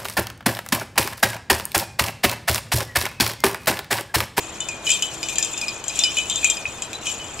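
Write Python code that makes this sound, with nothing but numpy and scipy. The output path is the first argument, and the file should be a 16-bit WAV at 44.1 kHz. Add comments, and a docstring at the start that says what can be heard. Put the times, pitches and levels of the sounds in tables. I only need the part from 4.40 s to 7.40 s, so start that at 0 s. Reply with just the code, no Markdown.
"""Jingling censer bells

Small slotted bells on the chains of a swung censer jingle in a car park, a few metres away.
Each jolt throws pellets against some bells: a burst of noise clicks and fading tones ring out.
Between jolts the pellets roll and tick, while the chain adds short tones and a fine hiss.
Shaped noise makes the distant traffic and a brick wall's answer; wavering tones make a faint hum."""
import sys
import numpy as np
from scipy import signal
from scipy.fft import rfft, irfft, next_fast_len
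from scipy.io import wavfile
from scipy.ndimage import map_coordinates

SR = 44100
rng = np.random.default_rng(int(sys.argv[2]) if len(sys.argv) > 2 else 0)


def output_pcm(signal):
    """Save a mono or channel-first signal as 16-bit PCM at the path in sys.argv[1].

    Samples are clipped to [-1, 1] before scaling.
    """
    pcm = np.clip(np.atleast_2d(signal).T, -1, 1) * 32767
    wavfile.write(sys.argv[1], SR, np.round(pcm).astype(np.int16))


N = 132300  # samples: three seconds


def amp(db):
    """Turn decibels into a plain multiplier."""
    return 10 ** (np.asarray(db) / 20)


def unit(x):
    """Scale a sound to an average (rms) level of 1."""
    return x / np.sqrt(np.mean(x ** 2) + 1e-20)


def along(points, hz):
    """Read a curve of (f/Hz, value) points, with pitch on a log axis."""
    f, value = np.transpose(points)
    return np.interp(np.log(hz + 1), np.log(f + 1), value)


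def wobble(rate):
    """A smooth random curve through `rate` random points a second."""
    knots = rng.standard_normal(int(N * rate / SR) + 4)
    return map_coordinates(knots, [np.arange(N) * rate / SR])


def filtered(x, response):
    """Change the strength and timing of each frequency in x."""
    m = next_fast_len(N + SR // 2)  # spare room at the end
    spectrum = rfft(x, m) * response(np.fft.rfftfreq(m, 1 / SR))
    return irfft(spectrum, m)[..., :N]


def train(times, sizes):
    """Single-sample blows of the given sizes at the given seconds."""
    return np.bincount(np.clip((times * SR).astype(int), 0, N - 1), sizes, N)


def fading(blows, t60):
    """Each blow starts a level that falls by 60 dB in t60 seconds."""
    return signal.lfilter([1], [1, -amp(-60 / (t60 * SR))], blows)


# Bell tones (modes) in seven families, low to high: f/Hz, level/dB, t60/s (time to fade by 60 dB)
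BELL_FAMILIES = [
    [(2510, -3, 0.027), (2430, -9, 0.35), (2450, -8.5, 0.22), (2513, -3, 0.11), (2643, -20.5, 0.17)],
    [(2990, 0, .28)],
    [(3198, 0, .3)],
    [(3578, 0, .22)],
    [(3768, -5, .2), (3978, 0, .3)],
    [(4980, 0, 0.057), (5100, -2.5, 0.04)],
    [(6100, -16, 0.1), (6680, -4, 0.025), (7080, -2.5, 0.049), (7080, -0.5, 0.031), (7574, -4, 0.02),
     (7540, -11.5, 0.18), (8020, -12, 0.05), (7170, 2, 0.013)],
]
# How strongly rolling pellets wake each family: level/dB
ROLL_FAMILY_LEVELS = [-6, -25, -12, -12.5, -55.5, -33, 0]
# Share of the flutter in each family: a plain multiplier
FAMILY_FLUTTER = [0.98, 0.54, 1, 0.94, 1.5, 0.77, 0.85]
RING_SCATTER_DB, RING_LATE_S = 1.5, 0.0012  # per mode and jolt; pellets land a little apart
ROLL_DB, TICK_SCATTER_DB, MODE_SCATTER_DB = -17.5, 6, 8.5


def bells(jolts, shake):
    """Jolts and rolling ticks strike the same modes, and each mode rings at its own pitch."""
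    modes = sum(len(family) for family in BELL_FAMILIES)
    jolt_s, jolt_ring_db = jolts[:, 0], jolts[:, 2:].T
    jolt_luck = rng.standard_normal((len(jolts), modes))
    late_s = RING_LATE_S * rng.random((len(jolts), modes))
    ticks = rng.integers(N, size=600)
    tick_size = shake[ticks] * amp(ROLL_DB + TICK_SCATTER_DB * rng.random(len(ticks)))
    tick_luck = np.clip(rng.standard_normal((len(ticks), modes)), -2, 2)
    out, k = np.zeros(N), 0
    families = zip(BELL_FAMILIES, jolt_ring_db, ROLL_FAMILY_LEVELS, FAMILY_FLUTTER)
    for family, ring_db, roll_db, rough in families:
        for hz, db, t60 in family:
            jolt_size = amp(ring_db + RING_SCATTER_DB * jolt_luck[:, k])
            jolt_blows = train(jolt_s + late_s[:, k], jolt_size)
            mode_tick_size = tick_size * amp(roll_db + MODE_SCATTER_DB * tick_luck[:, k])
            tick_blows = train(ticks / SR, mode_tick_size)
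            out = out + amp(db) * ring(jolt_blows + tick_blows, hz, t60, rough)
            k += 1
    return out


ATTACK_S = 0.00017  # time constant of a ring's rise
FLUTTER_DB, FLUTTER_RAD, FLUTTER_PER_S = 4, 1, 70  # pellets touch and damp the turning bells


def ring(blows, hz, t60, rough):
    """One mode answers each blow: it rises quickly, fades, and flutters in level and phase."""
    turn = np.exp(2j * np.pi * hz / SR)  # one sample's step of the tone
    rise = np.exp(-1 / (ATTACK_S * SR))
    poles = np.convolve([1, -amp(-60 / (t60 * SR)) * turn], [1, -rise * turn])
    flutter_level = amp(rough * FLUTTER_DB * wobble(FLUTTER_PER_S))
    flutter_phase = np.exp(1j * rough * FLUTTER_RAD * wobble(FLUTTER_PER_S))
    tone = signal.lfilter([1 - rise], poles, blows)
    return (tone * flutter_level * flutter_phase).imag


# Balance of low and high in metal on metal, relative only: f/Hz, level/dB
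METAL_COLOUR = [(1200, -91), (2500, -3), (4500, -13.5), (7200, -5), (9000, -17.5), (11500, -28.5),
                (14200, -32)]
CLICK_WIDTH = 0.48  # left-right difference


def metal_noise(colour_db):
    """Stereo noise coloured like metal: a shared part, plus a part opposite in left and right."""
    mid, side = unit(filtered(rng.standard_normal((2, N)), lambda hz: amp(colour_db(hz))))
    return np.array([mid + CLICK_WIDTH * side, mid - CLICK_WIDTH * side])


CLICK_DB, CLICK_T60_S = -19, 0.016  # added to each jolt's click level; fade time


def clicks(jolts):
    """Each jolt is a short bright burst of noise, metal on metal."""
    fade = fading(train(jolts[:, 0], amp(jolts[:, 1] + CLICK_DB)), CLICK_T60_S)
    return fade * metal_noise(lambda hz: along(METAL_COLOUR, hz))


# Rolling pellets and shaking chain, the slow swing: t/s, level/dB
ROLLING = [(0, -35.5), (.42, -42), (0.462, -26), (.54, -26), (.62, -34), (.8, -34.5), (1.0, -32),
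           (1.3, -33.5), (1.45, -42.5), (1.571, -26.5), (1.7, -29), (1.88, -33.5), (2.05, -29), (2.2, -35),
           (2.602, -42.5), (2.669, -25.5), (2.76, -36.5), (3, -39.5)]
SETTLE_DB, SETTLE_T60_S = -30.5, 0.15  # bouncing after each jolt, over its click level


def shaking(jolts):
    """How hard pellets and links move: the slow swing plus bouncing that fades after each jolt."""
    bouncing = fading(train(jolts[:, 0], amp(jolts[:, 1] + SETTLE_DB)), SETTLE_T60_S)
    swing_db = np.interp(np.arange(N) / SR, *np.transpose(ROLLING))
    return amp(swing_db) + bouncing


SWISH_DB, SWISH_GRAIN_DB = -13, 5  # sliding links, over the shaking; their unevenness
CHAIN_BRIGHT_DB = 3.5  # extra treble over that of a click, per octave
CHAIN_DB, CHAIN_SCATTER_DB = -6.5, 13.5  # link against link, over the shaking
LINK_T60_S, LINK_PAN_DB = 0.05, 4.5  # middle fade time of a link; left-right scatter


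def chain(shake):
    """Links clink against each other, each at its own pitch, and slide in a fine hiss."""
    def colour_db(hz):
        return along(METAL_COLOUR, hz) + CHAIN_BRIGHT_DB * np.log2((hz + 1) / 7200)

    noise = metal_noise(colour_db)
    swish = amp(SWISH_DB + SWISH_GRAIN_DB * wobble(FLUTTER_PER_S)) * shake * noise
    at, luck = rng.integers(N, size=5000), rng.random((5000, 4))
    hz = 2200 * (14000 / 2200) ** luck[:, 0]
    size = shake[at] * amp(CHAIN_DB + colour_db(hz) + CHAIN_SCATTER_DB * luck[:, 1])
    n = np.arange(SR // 30)  # each clink is cut after a thirtieth of a second
    t60 = LINK_T60_S * (.5 + luck[:, 2:3])
    fade = amp(-60 * n / SR / t60)
    tones = size[:, None] * fade * np.sin(2 * np.pi * hz[:, None] * n / SR)
    pan = amp(LINK_PAN_DB * (2 * luck[:, 3:] - 1.5))  # most links lean to the right
    spots = (at[:, None] + n).ravel()
    clinks = [np.bincount(spots, (tones * gain).ravel(), N)[:N] for gain in (pan, 1 / pan)]
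    return swish + np.array(clinks)


# Knocks on the censer's bowl: t/s, level/dB
BOWL_KNOCKS = [(.9834, -31)]


def bowl():
    """A knock makes the bowl ring with one steady tone that fades away."""
    knock_s, knock_db = np.transpose(BOWL_KNOCKS)
    return ring(train(knock_s, amp(knock_db)), hz=1762, t60=0.23, rough=0)


# How quickly the wall's answer dies at each pitch: f/Hz, t60/s
WALL_FADE = [(2000, 0.23), (12000, 0.17)]
WALL_DB, WALL_DELAY_S = -13, 0.0055


def wall(x):
    """The brick wall answers with a short noise tail; each frequency dies at its own speed."""
    hz, t, z = signal.stft(rng.standard_normal((2, SR // 3)), SR, nperseg=256)
    fade = amp(-60 * t / along(WALL_FADE, hz)[:, None])
    tail = signal.istft(z * fade, SR, nperseg=256)[1]
    late = np.pad(x, (round(WALL_DELAY_S * SR), 0))[None]
    answer = signal.fftconvolve(late, tail / np.linalg.norm(tail[0]), axes=1)[:, :N]
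    return amp(WALL_DB) * answer


# Balance of low and high in the traffic, relative only: f/Hz, level/dB (per Hz)
TRAFFIC_COLOUR = [(18, -9), (60, 3.5), (240, 0), (900, 1), (2000, -6.5), (4500, -13), (10000, -61),
                  (14000, -45)]
# How alike left and right are: f/Hz, likeness (1 means the same)
TRAFFIC_LIKENESS = [(30, 0.76), (100, 0.94), (500, 0.96), (1500, 0.69), (4000, 0.18)]
TRAFFIC_DB = -37.5


def traffic():
    """Far traffic is a smooth rush of noise, nearly the same in both ears in the bass."""
    def mid_and_side(hz):
        angle = np.arccos(np.clip(along(TRAFFIC_LIKENESS, hz), -1, 1)) / 2
        return amp(along(TRAFFIC_COLOUR, hz)) * [np.cos(angle), np.sin(angle)]

    mid, side = filtered(rng.standard_normal((2, N)), mid_and_side)
    return amp(TRAFFIC_DB) * unit(np.array([mid + side, mid - side]))


# Machine tones: f/Hz, level/dB (rms at the start, before the wavering)
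HUM_TONES = [(119, -54), (329, -48), (658, -54)]
HUM_WAVER_DB, HUM_WAVER_RAD, HUM_FADE_DB_PER_S = 1.5, .7, 2


def hum():
    """Faint machine tones, slightly unsteady in level and phase, slowly fade."""
    t, out = np.arange(N) / SR, np.zeros(N)
    for hz, db in HUM_TONES:
        level = amp(db - HUM_FADE_DB_PER_S * t + HUM_WAVER_DB * wobble(3.04))
        phase = 2 * np.pi * hz * t + HUM_WAVER_RAD * wobble(6.39)
        out = out + np.sqrt(2) * level * np.sin(phase)
    return out


# Jolts of the censer: t/s, click level/dB, then the ring level/dB of each bell family, low to high
JOLT_BLOWS = [(0.2036, -12, -41, -28.5, -59, -30.5, -48, -42, -23.5),
              (0.2867, -10.5, -22.5, -57, -54, -54, -53, -27, -21.5),
              (0.4676, -6, -21.5, -18.5, -36, -33, -42, -29, -25),
              (0.4932, 1, -11.5, -18, -42, -47, -32, -32, -24),
              (0.5029, -8, -37, -32, -26, -24, -38, -32, -12.5),
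              (0.516, -9, -32, -31, -26, -22, -53, -19, -13.5),
              (0.623, 1, -44, -19.5, -25, -34.5, -39, -25, -18),
              (0.8298, -1, -26.5, -30, -52, -32, -46, -20.5, -33),
              (0.8855, -6, -23.5, -41, -36, -56, -46, -41, -25),
              (0.9567, -4, -45, -39, -41, -43, -42, -36, -25),
              (0.983, 0.5, -26.5, -47, -41, -38, -50, -26, -17.5),
              (1.0255, -1.5, -28, -51, -31, -25, -41, -26, -14),
              (1.047, -17, -29, -50, -26.5, -42, -52, -27, -21.5),
              (1.134, -34, -47, -52, -49, -43, -61, -45, -30.5),
              (1.1758, -21, -34, -55, -54, -51, -59, -32, -27.5),
              (1.2133, -3, -20, -55, -63, -47, -53, -27, -28),
              (1.282, -4, -24, -56, -56, -53, -42, -16.5, -46),
              (1.4401, -11, -60, -41, -37.5, -58, -55, -54, -27),
              (1.4811, -5, -39, -51, -43, -44, -51, -44, -16),
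              (1.495, -41, -28, -48, -50, -51, -53, -27, -52),
              (1.5901, 2.5, -27, -45, -36, -19.5, -31.5, -29, -12.5),
              (1.6364, 3, -23, -14, -43, -42, -30, -11.5, -20),
              (1.7686, -9, -24, -20.5, -32, -29.5, -36, -30, -24.5),
              (1.7853, -7, -19.5, -40, -52, -53, -37.5, -44, -22),
              (1.898, -3.5, -29, -28, -24.5, -19.5, -32.5, -27, -15.5),
              (1.9577, -14, -52, -58, -26.5, -31.5, -40, -34, -17),
              (2.0276, -26, -18.5, -59, -58, -46, -52, -58, -46),
              (2.0445, 4.5, -13, -31, -31, -40, -38, -36, -9.5),
              (2.0995, 2.5, -37, -44, -27.5, -30, -40, -30, -12.5),
              (2.169, -35, -24, -40, -59, -39, -50, -25.5, -27.5),
              (2.2541, -33, -23, -57, -56, -57, -52, -49, -56),
              (2.421, -4, -40, -46, -36.5, -43, -44, -33, -21),
              (2.531, -7, -34, -57, -50, -39, -35, -52, -32),
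              (2.667, -30, -26, -25.5, -35, -47, -39, -47, -44),
              (2.797, -23, -42, -29.5, -42, -59, -58, -56, -38),
              (2.9924, -13, -26, -35, -50, -49, -46, -24.5, -45)]


def scene():
    """Jolts drive the jingle; the wall answers it, over traffic and hum."""
    jolts = np.array(JOLT_BLOWS)
    shake = shaking(jolts)
    jingle = bells(jolts, shake) + clicks(jolts) + chain(shake) + bowl()
    return jingle + wall(jingle.mean(axis=0)) + traffic() + hum()


# Left microphone port over the right one: f/Hz, level/dB
LEFT_OVER_RIGHT = [(60, -0.5), (540, 0), (1640, 1.5), (4950, 2), (14900, 21.5)]
LEFT_LAG_S, TOP_HZ = .000025, 14250
CEILING = .92  # peaks round off here; also the final gain


def record(dry):
    """The left port hears more treble, a hair later; peaks round off and the top is cut."""
    side = np.array([[.5], [-.5]])  # left and right share each difference equally

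    def ports(hz):
        lag = np.exp(-2j * np.pi * hz * side * LEFT_LAG_S)
        return amp(side * along(LEFT_OVER_RIGHT, hz)) * lag

    x = filtered(dry, ports)
    x = x / (1 + np.abs(x / CEILING) ** 6) ** (1 / 6)
    return CEILING * filtered(x, lambda hz: hz < TOP_HZ)


dry = scene()
out = record(dry)
output_pcm(out)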